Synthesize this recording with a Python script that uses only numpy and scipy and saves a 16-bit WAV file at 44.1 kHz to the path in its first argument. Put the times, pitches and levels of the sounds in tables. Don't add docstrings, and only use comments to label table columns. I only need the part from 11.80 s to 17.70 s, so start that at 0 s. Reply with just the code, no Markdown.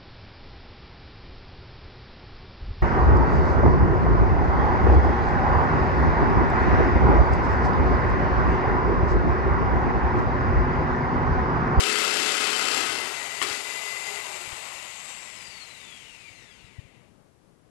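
import sys
import numpy as np
from scipy import signal
from scipy.fft import rfft, irfft
from scipy.io import wavfile
from scipy.ndimage import uniform_filter1d

SR = 44100
rng = np.random.default_rng(int(sys.argv[2]) if len(sys.argv) > 2 else 0)


def generate_wav(sig):
    pcm = np.round(np.clip(np.atleast_2d(sig).T, -1, 1) * 32767).astype(np.int16)
    wavfile.write(sys.argv[1], SR, pcm)


N = 260171
TIME = np.arange(N) / SR
RELEASE_S, RELEASE_SPEED = 2.36, 411
COASTED_S = np.maximum(TIME - RELEASE_S, 0)

# pitch in Hz, width in Hz, level in dB.
GEARBOX_RING = [(2042, 35, 6.5)]


def gain_of(db):
    return 10 ** (np.asarray(db) / 20)


def unit_rms(x):
    return x / np.sqrt(np.mean(x ** 2) + 1e-20)


def curve(rows):
    return np.interp(TIME, *np.transpose(rows))


def colour(hz, broad, rings=()):
    points_hz, points_db = np.transpose(broad)
    power = gain_of(2 * np.interp(np.log(hz + 1), np.log(points_hz + 1), points_db))
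    peaks = (gain_of(2 * db) * np.minimum(hz / pitch, 1) ** 4 / (1 + (2 * (hz - pitch) / width) ** 2)
             for pitch, width, db in rings)
    return np.sqrt(power + sum(peaks))


def ringing(hz, rings):
    return sum(gain_of(db) / (1 + (2 * (hz - pitch) / width) ** 2) for pitch, width, db in rings)


def rolloff(hz, corner_hz, steepness):
    return 1 / (1 + (hz / corner_hz) ** steepness)


def filtered(x, gain):
    hz = np.fft.rfftfreq(2 ** 19, 1 / SR)
    return unit_rms(irfft(rfft(x, 2 ** 19) * gain(hz))[:N])


def waver(seconds):
    size = int(seconds * SR)
    return unit_rms(uniform_filter1d(uniform_filter1d(rng.standard_normal(N), size), size))


def grit(per_s, spread_db):
    size = gain_of(spread_db * np.minimum(rng.exponential(1, N), 4)) * rng.standard_normal(N)
    return unit_rms(size * (rng.random(N) < per_s / SR))


def idle_hiss(live):
    # frequency in Hz, density in dB.
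    spectrum = [(20, -3), (90, -7), (200, -18), (400, -19), (12000, -20.5)]
    hiss = gain_of(-70) * filtered(rng.standard_normal(N), lambda hz: colour(hz, spectrum))
    bass = signal.sosfiltfilt(signal.butter(4, 200, fs=SR, output="sos"), hiss)
    key_db = 10 * np.log10(abs(uniform_filter1d(live ** 2, 9000)) + 1e-12)
    bass_gate = np.clip((-26 - key_db) / 9, 0, 1)
    treble_gate = np.clip((-41 - key_db) / 1.44, 0, 1)
    return bass * bass_gate + (hiss - bass) * treble_gate


def room_rumble():
    # frequency in Hz, density in dB.
    spectrum = [(18, -39.5), (30, -9.5), (64, -5.5), (153, -2), (293, -8.5), (390, -8), (700, -14.5),
                (1080, -18.5), (2000, -25.5), (4000, -32), (9000, -35), (12000, -37.5)]
    # time in seconds, gain in dB.
    swell = [(0, -30), (.9, 6.5), (1.3, 0.5)]
    rumble = filtered(rng.standard_normal(N), lambda hz: colour(hz, spectrum))
    return gain_of(-60 + curve(swell) + waver(0.11)) * rumble


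def thuds():
    # start in seconds, peak in dB, pitch in Hz, length in seconds.
    bumps = [(1.699, -48, 100, .03), (2.67, -43, 110.6, 0.015), (2.722, -38, 80, 0.017),
             (4.501, -47.5, 100, 0.023), (4.838, -43.5, 114, 0.018), (4.98, -31, 104, 0.023),
             (5.045, -46, 110, 0.019)]
    out = np.zeros(N)
    for start, db, hz, length in bumps:
        t = np.arange(round(length * SR)) / SR
        cycles = -np.cos(2 * np.pi * hz * (t - length / 2))
        out[round(start * SR):][:len(t)] += gain_of(db) * np.hanning(len(t)) * cycles
    return out


def armature_speed():
    # time in seconds, speed in rev/s.
    driven = [(0, 371), (1.22, 372), (1.6, 396), (1.8, 400), (2.3, 410), (2.36, 411)]
    drag, friction = 0.2153, 447.3
    coasting = (RELEASE_SPEED + friction) * np.exp(-drag * COASTED_S) - friction
    return np.where(TIME < RELEASE_S, curve(driven), np.maximum(coasting, 0))


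def speed_db(speed):
    return 20 * np.log10(np.maximum(speed, 1) / RELEASE_SPEED)


def order_tone(angle, order, db, rough, flutter_db):
    jitter = rough * waver(0.0041)
    level = np.sqrt(2) * gain_of(db + flutter_db * waver(0.012))
    return level * np.cos(order * angle + jitter + 2 * np.pi * rng.random())


def shaft_hum(angle):
    # time in seconds, level in dB.
    envelope = [(0, -65), (1.3, -56.5), (2.0, -56), (2.6, -57), (2.7, -69), (3.1, -80)]
    return order_tone(angle, 1, curve(envelope), rough=0.092, flutter_db=6.5)


def gearbox_rattle():
    ring = filtered(rng.standard_normal(N), lambda hz: ringing(hz, GEARBOX_RING))
    return gain_of(-46 - 22 * COASTED_S) * ring


def gear_song(speed, angle):
    orders = (5, 12, 17, 19, 24)
    levels_db = (-48, -52, -52, -65, -68.5)
    # pitch in Hz, width in Hz, level in dB.
    lower_ring = [(1925, 80, -5)]
    free_s, rise_db_s, fade_db_s = 1.32, 110, 130
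    song = np.zeros(N)
    for order, db in zip(orders, levels_db):
        lift = 0.75 + ringing(order * speed, GEARBOX_RING + lower_ring)
        song += lift * order_tone(angle, order, db, rough=0.11, flutter_db=-2.5)
    return gain_of(-rise_db_s * np.maximum(free_s - TIME, 0) - fade_db_s * COASTED_S) * song


def commutator_whine(speed, angle):
    # multiples of the armature speed, base levels in dB, dB lost per dB of speed lost.
    orders = (24, 48, 72, 96)
    levels_db = (-5.5, -9.5, -8, -10)
    slopes = (0.59, 0.46, 0.7, 0.72)
    # frequency in Hz, gain in dB.
    path = [(1500, -33), (1950, 3), (3000, 4), (4500, 0.5), (6000, -0.5), (6800, 1), (8200, -12),
            (9300, -13)]
    # pitch in Hz, width in Hz, level in dB.
    rings = [(2290, 820, 7), (3340, 640, 7.5), (4500, 410, 8.5), (7600, 1300, 3.5)]
    whine = np.zeros(N)
    for order, db, slope in zip(orders, levels_db, slopes):
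        partial = order_tone(angle, order, db + slope * speed_db(speed), rough=0.68, flutter_db=4)
        whine += partial * colour(order * speed, path, rings if order == orders[0] else ())
    fade_in_db = np.minimum(75 * (TIME - RELEASE_S) - 22, 0)
    return gain_of(-51.5 + fade_in_db) * whine


def motor_noise(speed):
    # frequency in Hz, gain in dB.
    casing = [(100, -31), (300, -15), (700, -4), (1300, -4), (1720, -4.5), (2000, 2), (2900, 0),
              (3330, -5.5), (5000, -10.5), (5800, -15.5), (7000, -11.5), (8300, -12.5), (9300, -10.5),
              (12000, 4.5)]
    # pitch in Hz, width in Hz, level in dB.
    casing_rings = [(965, 170, -8), (1963, 48, 5), (2140, 39, 2.5), (2364, 68, 3.5), (2715, 78, 3.5),
                    (2950, 41, -7), (3700, 82, -3.5), (6630, 150, -11.5), (10240, 260, -21)]
    vent_rings = [(7530, 220, 0), (7950, 300, -5)]
    # peak time in seconds, level in dB, half length in seconds.
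    vent_swells = [(2.0, -20, 0.41), (2.6, -11, .1), (3.312, -3.5, 0.22)]
    # time in seconds, level against the mids in dB.
    rush_envelope = [(1.3, 3.5), (1.6, -1.5), (2.3, -1), (2.6, -0.5), (2.9, -1.5), (3.5, -5), (4.3, -9),
                     (5.0, -10)]
    fizz = rng.standard_normal(N) + 0.46 * grit(per_s=4000, spread_db=4.3)
    body = filtered(fizz, lambda hz: colour(hz, casing, casing_rings))
    rush = filtered(body, lambda hz: rolloff(hz, 1500, 8))
    mids = filtered(body, lambda hz: (1 - rolloff(hz, 1600, 8)) * rolloff(hz, 4200, 4))
    highs = filtered(body, lambda hz: (1 - rolloff(hz, 4600, 4)) * rolloff(hz, 8800, 12))
    air = filtered(body, lambda hz: 1 - rolloff(hz, 9000, 12))
    vent = filtered(fizz, lambda hz: ringing(hz, vent_rings))
    slowed_db = speed_db(speed)
    treble = gain_of(0.83 + 0.44 * slowed_db) * (highs + gain_of(-4 + 1.7 * slowed_db) * air)
    facing = sum(gain_of(db) * np.exp(-((TIME - at) / half) ** 2) for at, db, half in vent_swells)
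    vent_gain = gain_of(-15 + 0.96 * slowed_db) + facing
    mix = mids + gain_of(curve(rush_envelope)) * rush + treble + vent_gain * vent
    powered_db = 1.5 * np.exp(-COASTED_S / 0.066)
    level = gain_of(-43.5 + 0.85 * slowed_db + powered_db + 0.61 * waver(0.015))
    return level * np.clip(speed / 12, 0, 1) * mix


def knocks():
    # start in seconds, level in dB, treble gain in dB.
    bounces = [(1.616, -19, -13), (1.625, -24, 1), (1.634, -28, -6), (1.649, -32, -10), (2.133, -37, -12)]
    # pitch in Hz, level in dB, seconds to fall by 60 dB.
    modes = [(409, -12, 0.46), (1240, 8.5, 0.025), (2110, 9, 0.016), (3263, 8, 0.017), (4400, -18, 0.018),
             (7800, 7.5, 0.022), (8800, 3, 0.028), (10900, -16, .02)]
    out, t = np.zeros(N), np.arange(3000) / SR
    attack = np.minimum(t / 0.00032, 1)
    for start, db, treble_db in bounces:
        ring = np.zeros(len(t))
        for hz, mode_db, t60 in modes:
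            decay = gain_of(mode_db + treble_db * (hz > 4000) - 60 * t / t60)
            ring += decay * np.sin(2 * np.pi * hz * rng.uniform(0.88, 1.03) * t)
        crack = 1.7 * gain_of(treble_db - 60 * t / 0.039) * rng.standard_normal(len(t))
        out[round(start * SR):][:len(t)] += gain_of(db) * (ring + crack) * attack / 2
    return out


def pressure_db():
    # start in seconds, easing time in seconds, level in dB, fade in dB/s.
    presses = [(-.1, 0.564, -26, 109), (0.607, 0.979, -26.5, 53), (1.057, 1.052, -29, 150),
               (1.093, 1.13, -32, 42), (1.623, 1.623, -26, 250), (1.674, 1.72, -32.5, 86),
               (1.874, 1.943, -44, 300)]
    rise_db_s = 1360
    levels_db = (db - rise_db_s * np.maximum(start - TIME, 0) - fade * np.maximum(TIME - ease, 0)
                 for start, ease, db, fade in presses)
    return 10 * np.log10(sum(gain_of(2 * db) for db in levels_db) + 1e-12)


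def grinding():
    # place in the turn from 0 to 1, dwell in turns, level in dB.
    edges = [(.23, 0.089, 5), (.83, 0.043, 1)]
    # frequency in Hz, gain in dB.
    block = [(30, -65), (60, -40), (100, -16), (150, -19.5), (220, -10), (310, -6), (575, -9),
             (1000, -15.5), (2600, -5.5), (5000, -6.5), (6300, -11), (9000, -15), (12000, -18.5)]
    # pitch in Hz, width in Hz, level in dB.
    block_rings = [(238, 7, -11.5), (338, 12, -1.5), (392, 60, -5.5), (766, 7.6, -1.5), (980, 10, -27),
                   (1220, 11, -18), (1297, 55, 1), (1423, 335, -1), (2020, 150, -2), (2694, 30, -2),
                   (2613, 125, -0.5), (3070, 13.5, 6), (3371, 19, -3), (3700, 18, -26), (4160, 13, -21),
                   (4270, 40, -23.5), (4550, 11, 1), (5110, 140, -14)]
    bit_rings = [(7380, 300, 5), (7970, 230, -1)]
    # pitch in Hz, relative level in dB, fade in dB/s.
    wall_hum = [(264.6, -22, 3.0), (424.3, -13, 10)]
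    chuck_hz = 33
    turns = np.cumsum(chuck_hz * (1 + 0.0087 * waver(0.33))) / SR
    bite = sum(gain_of(db) * np.exp(-(((turns - at + .5) % 1 - .5) / dwell) ** 2)
               for at, dwell, db in edges)
    bite *= gain_of(0.57 * waver(0.013))
    crunch = grit(per_s=20000, spread_db=1) * (1 + 0.33 * bite)
    wall = filtered(crunch, lambda hz: colour(hz, block, block_rings))
    bit = filtered(rng.standard_normal(N) * (0.42 + bite), lambda hz: ringing(hz, bit_rings))
    press_db = pressure_db()
    bit_db = -12 + 3.9 * np.minimum(press_db + 28, 0)
    drone = np.zeros(N)
    for hz, db, fade in wall_hum:
        phase = 2 * np.pi * hz * TIME + 0.51 * waver(0.08)
        drone += gain_of(db - fade * TIME) * np.sqrt(2) * np.sin(phase)
    return gain_of(press_db + 0.5 * waver(0.045)) * (wall + gain_of(bit_db) * bit + drone)


def room_reverb(direct):
    t60_s, wet_gain, sway_hz = 0.4, gain_of(-7), 0.44
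    t = np.arange(SR // 2) / SR
    tails = rng.standard_normal((3, len(t))) * gain_of(-60 * t / t60_s) * (t > .004)
    tails *= wet_gain / np.linalg.norm(tails, axis=1, keepdims=True)
    sway = np.sqrt(2 / 3) * np.cos(np.pi * (sway_hz * TIME + np.arange(3)[:, None] / 3))
    reflections = signal.oaconvolve(direct * sway, tails, axes=1).sum(0)[:N]
    return (direct + reflections) / np.hypot(1, wet_gain)


def scene():
    rumble = room_rumble()
    speed = armature_speed()
    drill = grinding() + motor_noise(speed)
    angle = 2 * np.pi * np.cumsum(speed * (1 + .0015 * waver(0.0098))) / SR
    drill += gear_song(speed, angle) + commutator_whine(speed, angle) + shaft_hum(angle)
    drill += gearbox_rattle() + knocks()
    left = room_reverb(drill) + thuds() + rumble
    return np.array([left, np.zeros(N)])


def record(dry):
    live = gain_of(4.5) * dry[0]
    both = np.array([live, idle_hiss(live)])
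    lowpass = signal.firwin(1023, 11880, window=("kaiser", 10), fs=SR)
    return signal.oaconvolve(both, lowpass[None], "same")


dry = scene()
out = record(dry)
generate_wav(out)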